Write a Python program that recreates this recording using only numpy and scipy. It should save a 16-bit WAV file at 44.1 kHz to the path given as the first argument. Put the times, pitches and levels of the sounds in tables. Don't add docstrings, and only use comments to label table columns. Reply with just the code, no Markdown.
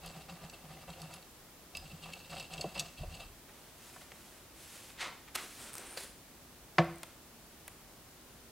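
import sys
import numpy as np
from scipy import signal
from scipy.fft import rfft, irfft
from scipy.io import wavfile

SR = 44100
rng = np.random.default_rng(int(sys.argv[2]) if len(sys.argv) > 2 else 0)


def inscribe(sig):
    pcm = np.round(np.clip(np.atleast_2d(sig).T, -1, 1) * 32767)
    wavfile.write(sys.argv[1], SR, pcm.astype(np.int16))


N = 375279
TIME = np.arange(N) / SR

# (frequency [Hz], width [Hz], level [dB])
PLATE_MODES = [(2270, 51, -8), (2655, 50, 7), (2805, 103, 2), (3000, 110, -5), (3230, 49, 0),
               (3545, 140, -5.5), (3890, 93, -2.5), (4260, 150, -3.5), (4640, 160, -5), (4960, 23, 1.5),
               (5820, 630, -18.5), (6270, 12, -15), (6570, 36, -6), (7060, 160, -13), (7750, 49, -4),
               (7840, 86, -7), (8190, 600, -11.5), (9720, 135, -9), (10600, 37, -1), (10310, 58, -24.5),
               (11700, 46, -4.5), (12900, 90, -11), (15070, 110, -6), (15900, 150, -24)]


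def from_db(db):
    return 10 ** (np.asarray(db) / 20)


def rms_one(x):
    return x / np.sqrt(np.mean(x ** 2) + 1e-20)


def at_hz(points, hz):
    known_hz, values = np.transpose(points)
    return np.interp(np.log(np.maximum(hz, 1)), np.log(known_hz), values)


def coloured(x, spectrum):
    size = x.shape[-1]
    gain = from_db(at_hz(spectrum, np.fft.rfftfreq(size, 1 / SR)))
    return rms_one(irfft(rfft(x) * gain, size))


def cut(x, hz, kind, order=2):
    sos = signal.butter(order, np.clip(hz, 10, .45 * SR), kind, fs=SR, output="sos")
    return signal.sosfilt(sos, x + 1e-18)


def grains(per_s, spread_db, clump_db, clumps_per_s=110):
    sizes = from_db(spread_db * np.minimum(rng.exponential(1, N), 4)) * rng.choice([-1, 1], N)
    slips = rng.random(N) < per_s / SR
    steps = rng.standard_normal(4096)
    clumps = rms_one(np.interp(TIME * clumps_per_s, np.arange(len(steps)), steps))
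    return rms_one(slips * sizes * from_db(clump_db * clumps))


def resonate(x, modes):
    out = 0
    for k, (hz, width, db) in enumerate(modes):
        r = np.exp(-np.pi * width / SR)
        ring = signal.lfilter([1, 0, -1], [1, -2 * r * np.cos(2 * np.pi * hz / SR), r * r], x + 1e-18)
        out = out + (-1) ** k * from_db(db) * (1 - r * r) / 2 * ring
    return out


def add(track, s, sound):
    start = max(round(s * SR), 0)
    track[start:start + len(sound)] += sound[:N - start]


def gestures(rows, attack_s, sag_db_per_s, release_s, rise_share=0):
    power, t = np.zeros(N), TIME[:SR]
    for s, length, db in rows:
        rise = np.minimum(t / max(attack_s + rise_share * length, 1 / SR), 1)
        release = np.exp(-np.maximum(t - length, 0) / release_s)
        add(power, s, (rise * from_db(db - sag_db_per_s * t) * release) ** 2)
    return np.sqrt(power)


def room_tone(level_db=-55.5):
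    # (frequency [Hz], level [dB])
    spectrum = [(12, -56), (20, -11), (49, 0), (85, -4), (208, -4.5), (260, -4), (299, -7), (344, -5),
                (442, -9), (568, -9), (653, -10), (751, -10.5), (2110, -16), (14400, -19.5), (15700, -19.5)]
    # (frequency [Hz], correlation [0-1])
    likeness = [(60, 0.88), (150, 0.92), (380, 0.88), (950, 0.74), (2380, 0.49), (5980, 0.059),
                (15000, 0.04)]
    alike = at_hz(likeness, np.fft.rfftfreq(N, 1 / SR))
    mid, side = rfft(rng.standard_normal((2, N)))
    pair = irfft(np.sqrt(1 + alike) * mid + np.sqrt(1 - alike) * side * [[1], [-1]], N)
    return from_db(level_db) * coloured(pair, spectrum)


def stroke_gains():
    # (start [s], length [s], bristle friction [dB], oily drag [dB])
    strokes = [(0.009, 0.099, -49, -51), (0.135, 0.087, -55, -56.5), (0.274, 0.028, -51.5, -49),
               (0.338, 0.091, -61, -59), (0.407, 0.033, -55, -50.5), (0.509, 0.038, -54.5, -55),
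               (0.613, 0.045, -67, -56.5), (0.671, 0.17, -57.5, -55.5), (0.866, 0.035, -52, -47.5),
               (0.952, 0.13, -56, -53.5), (1.083, 0.091, -54.5, -55), (1.73, .025, -48, -52),
               (1.805, 0.19, -55, -58.5), (2.007, 0.088, -52, -51), (2.11, 0.15, -52, -56.5),
               (2.29, 0.13, -43.5, -48.5), (2.495, 0.21, -47.5, -49.5), (2.737, 0.057, -42, -44.5),
               (2.828, 0.032, -48, -55), (2.96, 0.14, -54.5, -55.5), (3.09, 0.067, -50.5, -54),
               (3.182, 0.02, -46.5, -49.5)]
    start, length, friction_db, drag_db = np.transpose(strokes)
    return [gestures(zip(start, length, db), attack_s=.034, sag_db_per_s=34.5, release_s=.039)
            for db in (friction_db, drag_db)]


def brush(friction, drag, friction_trim_db=-2, soft_hz=5500):
    # (frequency [Hz], width [Hz], level [dB])
    cup_modes = [(331, 28, -3.5), (410, 78, -7), (546, 50, 2), (688, 51, 3), (768, 43, 5), (970, 85, -4),
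                 (1190, 83, -1.5), (1325, 210, -5), (1770, 1400, -12)]
    slips = cut(grains(per_s=1500, spread_db=1.7, clump_db=4.06), soft_hz, "low", order=1)
    plate = rms_one(resonate(slips, PLATE_MODES))
    cups = rms_one(resonate(grains(per_s=1500, spread_db=3.2, clump_db=2.35), cup_modes))
    return from_db(friction_trim_db) * friction * plate + drag * cups


def housing_hum(drag, drag_db=-4, push_trim_db=-1, push_width_s=.019, hum_hz=163, width_hz=14):
    # (peak time [s], level [dB])
    pushes = [(.085, -68), (.185, -48), (.335, -53), (.448, -52), (.66, -53), (.715, -54), (.91, -61),
              (1.041, -49), (1.865, -58), (1.94, -48), (2.11, -56), (2.39, -78), (2.595, -51),
              (2.67, -43.5), (2.82, -51), (3.02, -50)]
    weight = from_db(drag_db) * drag
    for s, db in pushes:
        weight += from_db(db + push_trim_db) * np.exp(-np.minimum(((TIME - s) / push_width_s) ** 2, 20))
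    ring = resonate(rng.standard_normal(N), [(hum_hz, width_hz, 0)])
    hum = signal.hilbert(cut(ring, (135, 190), "band"))
    steadied = hum.real / np.abs(hum) ** .56
    return weight * rms_one(steadied)


def stray_bristles(friction, level_db=-9, band_hz=(4500, 8500)):
    ticks = cut(grains(per_s=120, spread_db=2, clump_db=.89), band_hz, "band")
    return from_db(level_db) * friction * rms_one(resonate(ticks, PLATE_MODES))


def rocking(drag, rock_trim_db=-1, drag_db=-8):
    # (start [s], length [s], level [dB])
    rocks = [(1.74, 0.24, -58), (2.53, 0.27, -62), (2.99, 0.083, -44.5), (3.1, 0.24, -52.5)]
    # (frequency [Hz], level [dB])
    spectrum = [(20, -19), (38, 8.5), (55, -4), (75, 10.5), (100, -2), (130, -18), (250, -67)]
    rock = gestures(rocks, attack_s=.025, sag_db_per_s=22, release_s=.045)
    motion = from_db(rock_trim_db) * rock + from_db(drag_db) * drag
    return motion * coloured(rng.standard_normal(N), spectrum)


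def bristle_flicks(click_db=-20, spot_db=2.5, oil_hz=10500):
    # (time [s], peak [dB], decay [s], low edge [Hz], high edge [Hz])
    flicks = [(0.061, -38, .0007, 6000, 15000), (.218, -43, .0022, 3000, 9000),
              (0.295, -42.5, 0.0027, 2000, 5500), (.497, -39, 0.0034, 4500, 9000),
              (.901, -42, .0025, 2500, 9000), (1.0173, -37.5, 0.0014, 4000, 12100),
              (1.1385, -37.5, 0.0018, 4000, 15500), (1.2253, -45.5, .0015, 2200, 5500),
              (1.7495, -31, 0.0029, 2100, 4630), (1.77, -30.5, 0.0016, 4530, 15000),
              (2.043, -50, .003, 1200, 4000), (2.134, -33.5, 0.0018, 1800, 5940),
              (2.3301, -46, .0025, 1500, 5000), (2.367, -37, .002, 1800, 5500),
              (2.3971, -31.5, 0.0061, 3300, 9000), (2.505, -45, .0027, 1500, 5000),
              (2.537, -36.5, 0.0024, 3500, 8500), (2.577, -34.5, 0.0066, 1800, 6000),
              (2.6105, -26.5, 0.0029, 3600, 10000), (2.751, -42, .004, 1500, 5500),
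              (2.7776, -34, 0.0092, 1840, 6500), (2.7947, -22.5, 0.0062, 4600, 8850)]
    out, t = np.zeros(N), TIME[:SR // 6]
    for s, db, decay_s, low_hz, high_hz in flicks:
        burst = rng.standard_normal(len(t)) * np.exp(-t / decay_s)
        patter = cut(burst, [low_hz, high_hz], "band", order=1)
        modes = [(hz, width, level + spot_db * rng.standard_normal()) for hz, width, level in PLATE_MODES]
        sound = cut(resonate(patter, modes), oil_hz, "low") + from_db(click_db) * patter
        add(out, s, from_db(db) * sound / np.abs(sound).max())
    return out


def knocks(travel_s=.001287, build_cycles=1.96, impact_s=.013,
           crack_db=-21, crack_hz=2600, thud_db=-24, thud_hz=(340, 750)):
    # (time [s], gain [dB], low edge [Hz], high edge [Hz], damping time [s])
    blows = [(2.59, -22, 420, 696, .03), (2.6395, -8.5, 440, 633, 0.013), (2.998, -13.5, 55, 114, .12),
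             (3.031, -21, 500, 685, .014), (3.96, -31.5, 750, 1700, .02), (5.791, -26.5, 330, 596, 0.0096),
             (6.782, -5, 100, 8900, 0.31)]
    # (frequency [Hz], level [dB], t60 [s])
    body_modes = [(76, -31, .5), (155, -18, .19), (164, -15, .26), (338, -22, .25), (338, -35, 1.1),
                  (497, -25, .2), (527, -25, .14), (569, -17, .14), (648, -14, .1), (703, -14, .11),
                  (736, -12, .085), (930, -16, .06), (1080, -15, .06), (1117, -18, .1), (1730, -18, .07),
                  (620, -10, .02), (830, -7, .02), (1270, -10, .025), (1600, -13, .028), (2060, -13, .03),
                  (2320, -17, .035), (2560, -16, .025), (2950, -21, .015), (3430, -23, .02),
                  (4300, -22, .015), (4780, -23, .015), (5370, -28, .015), (6240, -35, .012)]
    out, t, ring = np.zeros(N), TIME[:SR], 0
    for hz, db, t60 in body_modes:
        age = np.maximum(t - travel_s * np.sqrt(1000 / hz), 0)
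        build = np.minimum(age * hz / build_cycles, 1)
        ring = ring + build * from_db(db - 60 * age / t60) * np.sin(2 * np.pi * hz * age)
    contact = np.minimum(t / travel_s, 1) * np.exp(-t / impact_s)
    for s, db, low_hz, high_hz, damp_s in blows:
        crack = from_db(crack_db) * rms_one(cut(rng.standard_normal(len(t)), crack_hz, "low"))
        thud = from_db(thud_db) * rms_one(cut(rng.standard_normal(len(t)), thud_hz, "band"))
        blow = ring * np.exp(-t / damp_s) + contact * (crack + thud)
        softened = cut(blow, high_hz, "low", order=4)
        add(out, s, from_db(db) * cut(softened, low_hz, "high", order=3))
    return out


def bag_sliding(trim_db=2, split_hz=2500):
    # (start [s], length [s], level [dB], brightness [dB])
    slides = [(3.443, 0.42, -63.5, -1.5), (3.753, 0.28, -64, 8), (4.057, 0.33, -61.5, 2),
              (4.53, 0.24, -61, 6.5), (4.65, 0.26, -58, 4), (5.334, 0.11, -50.5, 1.5),
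              (5.446, 0.18, -58.5, 5.5), (5.564, 0.13, -52, 0.5), (5.7, 0.25, -53.5, -2.5),
              (5.951, 0.086, -50, 1.5)]
    # (frequency [Hz], level [dB])
    spectrum = [(120, -10), (340, 9), (700, 2.5), (1400, 3.5), (2800, 2.5), (5500, -2), (8500, -1),
                (11000, -2.5), (13500, -10.5), (16000, -12)]
    start, length, db, bright_db = np.transpose(slides)
    low_gain, high_gain = [
        gestures(zip(start, length, band_db), attack_s=.003, sag_db_per_s=11.5, release_s=.036,
                 rise_share=.31)
        for band_db in (db - bright_db, db + bright_db)]
    hiss = coloured(grains(per_s=12000, spread_db=1.8, clump_db=.65), spectrum)
    lows = cut(hiss, split_hz, "low", order=1)
    return from_db(trim_db) * (lows * low_gain + (hiss - lows) * high_gain)


def bag_folds(split_hz=1500, lows_late_share=1.15, lows_linger=1.4, hold_share=.47):
    # (peak time [s], level [dB], rise [s], fall [s], high edge [Hz])
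    folds = [(3.492, -54, .0045, .009, 2800), (4.014, -48.5, .002, .004, 3000),
             (4.119, -45, 0.00066, 0.0027, 3800), (4.9, -52.5, .004, .006, 3500),
             (5.012, -36.5, 0.015, 0.037, 5370), (5.279, -53, 0.0036, .01, 3500),
             (5.353, -33, 0.0025, 0.0032, 12000), (5.3582, -31, 0.0018, .003, 14000),
             (5.378, -44, 0.012, 0.021, 4500), (5.974, -39, .0009, 0.0052, 10900),
             (7.032, -40, 0.00073, 0.0038, 6000), (7.68, -44.5, 0.00064, 0.0029, 5000)]
    # (frequency [Hz], level [dB])
    spectrum = [(100, -16), (350, -4.5), (600, -2.5), (900, 1.5), (1200, 2), (1500, -1), (2000, 3),
                (2900, -1.5), (3500, -0.5), (4200, -3.5), (4800, -5), (6000, -5.5), (9500, -3),
                (16000, -11)]
    out, crackle = np.zeros(N), coloured(grains(per_s=9000, spread_db=2.8, clump_db=.3), spectrum)
    for s, db, rise, fall, top_hz in folds:
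        sound = rms_one(cut(crackle, top_hz, "low"))
        bands = ("high", s, fall), ("low", s + lows_late_share * rise, fall * lows_linger)
        for kind, peak_s, fall_s in bands:
            before = (peak_s - TIME) / rise
            after = (TIME - s - hold_share * fall) / fall_s
            swell = np.exp(-np.clip(np.maximum(before, after), 0, 20))
            out += from_db(db) * swell * cut(sound, split_hz, kind, order=3)
    return out


def bag_crinkling(slack_hz=8220, taut_hz=9560, tighten_at_s=5.87, tighten_s=.055, half_width_hz=750):
    # (start [s], length [s], level [dB])
    pulls = [(5.585, 0.081, -55), (5.72, .075, -53), (5.85, 0.079, -53.5), (5.97, 0.064, -55)]
    tension = (1 + np.tanh((TIME - tighten_at_s) / (2 * tighten_s))) / 2
    hz = slack_hz + (taut_hz - slack_hz) * tension
    crackle = cut(grains(per_s=3600, spread_db=2.2, clump_db=2.3), half_width_hz, "low")
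    crinkle = rms_one(crackle * np.cos(2 * np.pi * np.cumsum(hz) / SR))
    return gestures(pulls, attack_s=.014, sag_db_per_s=5, release_s=.049) * crinkle


def bag_snaps(snap_s=.00084, click_db=-14):
    # (time [s], peak [dB])
    snaps = [(5.7325, -34), (5.74, -30), (5.7536, -28.5), (5.7684, -36), (5.7817, -28.5), (6.036, -36),
             (6.846, -42), (6.958, -44.5), (6.983, -45), (7.0322, -31.5), (7.6792, -31.5)]
    # (frequency [Hz], width [Hz], level [dB])
    film_modes = [(8400, 2400, -12.5), (9000, 850, 2.5), (10900, 1500, -16)]
    out, t = np.zeros(N), TIME[:SR // 30]
    for s, db in snaps:
        flip = rng.standard_normal(len(t)) * np.exp(-t / snap_s)
        tick = resonate(flip, film_modes) + from_db(click_db) * flip
        add(out, s, from_db(db) * tick / np.abs(tick).max())
    return out


def bag_plucks(attack_s=.0015):
    # (time [s], peak [dB])
    plucks = [(5.9719, -29), (5.983, -40)]
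    # (frequency [Hz], level [dB], t60 [s])
    bag_modes = [(520, -1.5, 0.032), (600, -6, 0.022), (1720, -14, .04), (2420, -6, 0.027),
                 (4080, -10, .06), (4490, -3, .03), (4840, -11, .07)]
    out, t = np.zeros(N), TIME[:SR // 6]
    ring = sum(from_db(db - 60 * t / t60) * np.sin(2 * np.pi * hz * t) for hz, db, t60 in bag_modes)
    ring *= 1 - np.exp(-t / attack_s)
    for s, db in plucks:
        add(out, s, from_db(db) * ring / np.abs(ring).max())
    return out


def kitchen_echo(x, build_s=.017, side_db=-8, side_hz=5000):
    # (frequency [Hz], level [dB])
    spectrum = [(60, -1), (250, -9.5), (700, -1.5), (2000, -1), (5000, -6), (15000, -1.5)]
    # (frequency [Hz], t60 [s])
    decay_times = [(100, 0.72), (700, 0.45), (2500, 0.46), (6000, 0.74), (15000, 0.13)]
    t, edges, tail = TIME[:SR * 3 // 4], np.geomspace(40, 17000, 10), 0
    for low, high in zip(edges, edges[1:]):
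        band = cut(rng.standard_normal((2, len(t))), [low, high], "band")
        tail = tail + band * from_db(-60 * t / at_hz(decay_times, np.sqrt(low * high)))
    mid, side = coloured(tail, spectrum) * (1 - np.exp(-(t / build_s) ** 2)) / np.sqrt(len(t))
    side = from_db(side_db) * cut(side, side_hz, "high", order=1)
    return signal.fftconvolve(x[None], mid + side * [[1], [-1]], axes=1)[:, :N]


def scene(brush_wet_db=-17, knock_wet_db=-14, bag_wet_db=-10):
    friction, drag = stroke_gains()
    oiling = brush(friction, drag) + housing_hum(drag) + stray_bristles(friction) + bristle_flicks()
    blows = knocks()
    bag = bag_sliding() + bag_crinkling() + bag_folds() + bag_snaps() + bag_plucks()
    into_room = from_db(brush_wet_db) * oiling + from_db(knock_wet_db) * blows + from_db(bag_wet_db) * bag
    echo = kitchen_echo(into_room)
    return oiling + blows + bag + rocking(drag) + echo + room_tone()


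def record(dry, cutoff_hz=15800):
    return signal.sosfilt(signal.ellip(12, .1, 80, cutoff_hz, fs=SR, output="sos"), dry)


dry = scene()
out = record(dry)
inscribe(out)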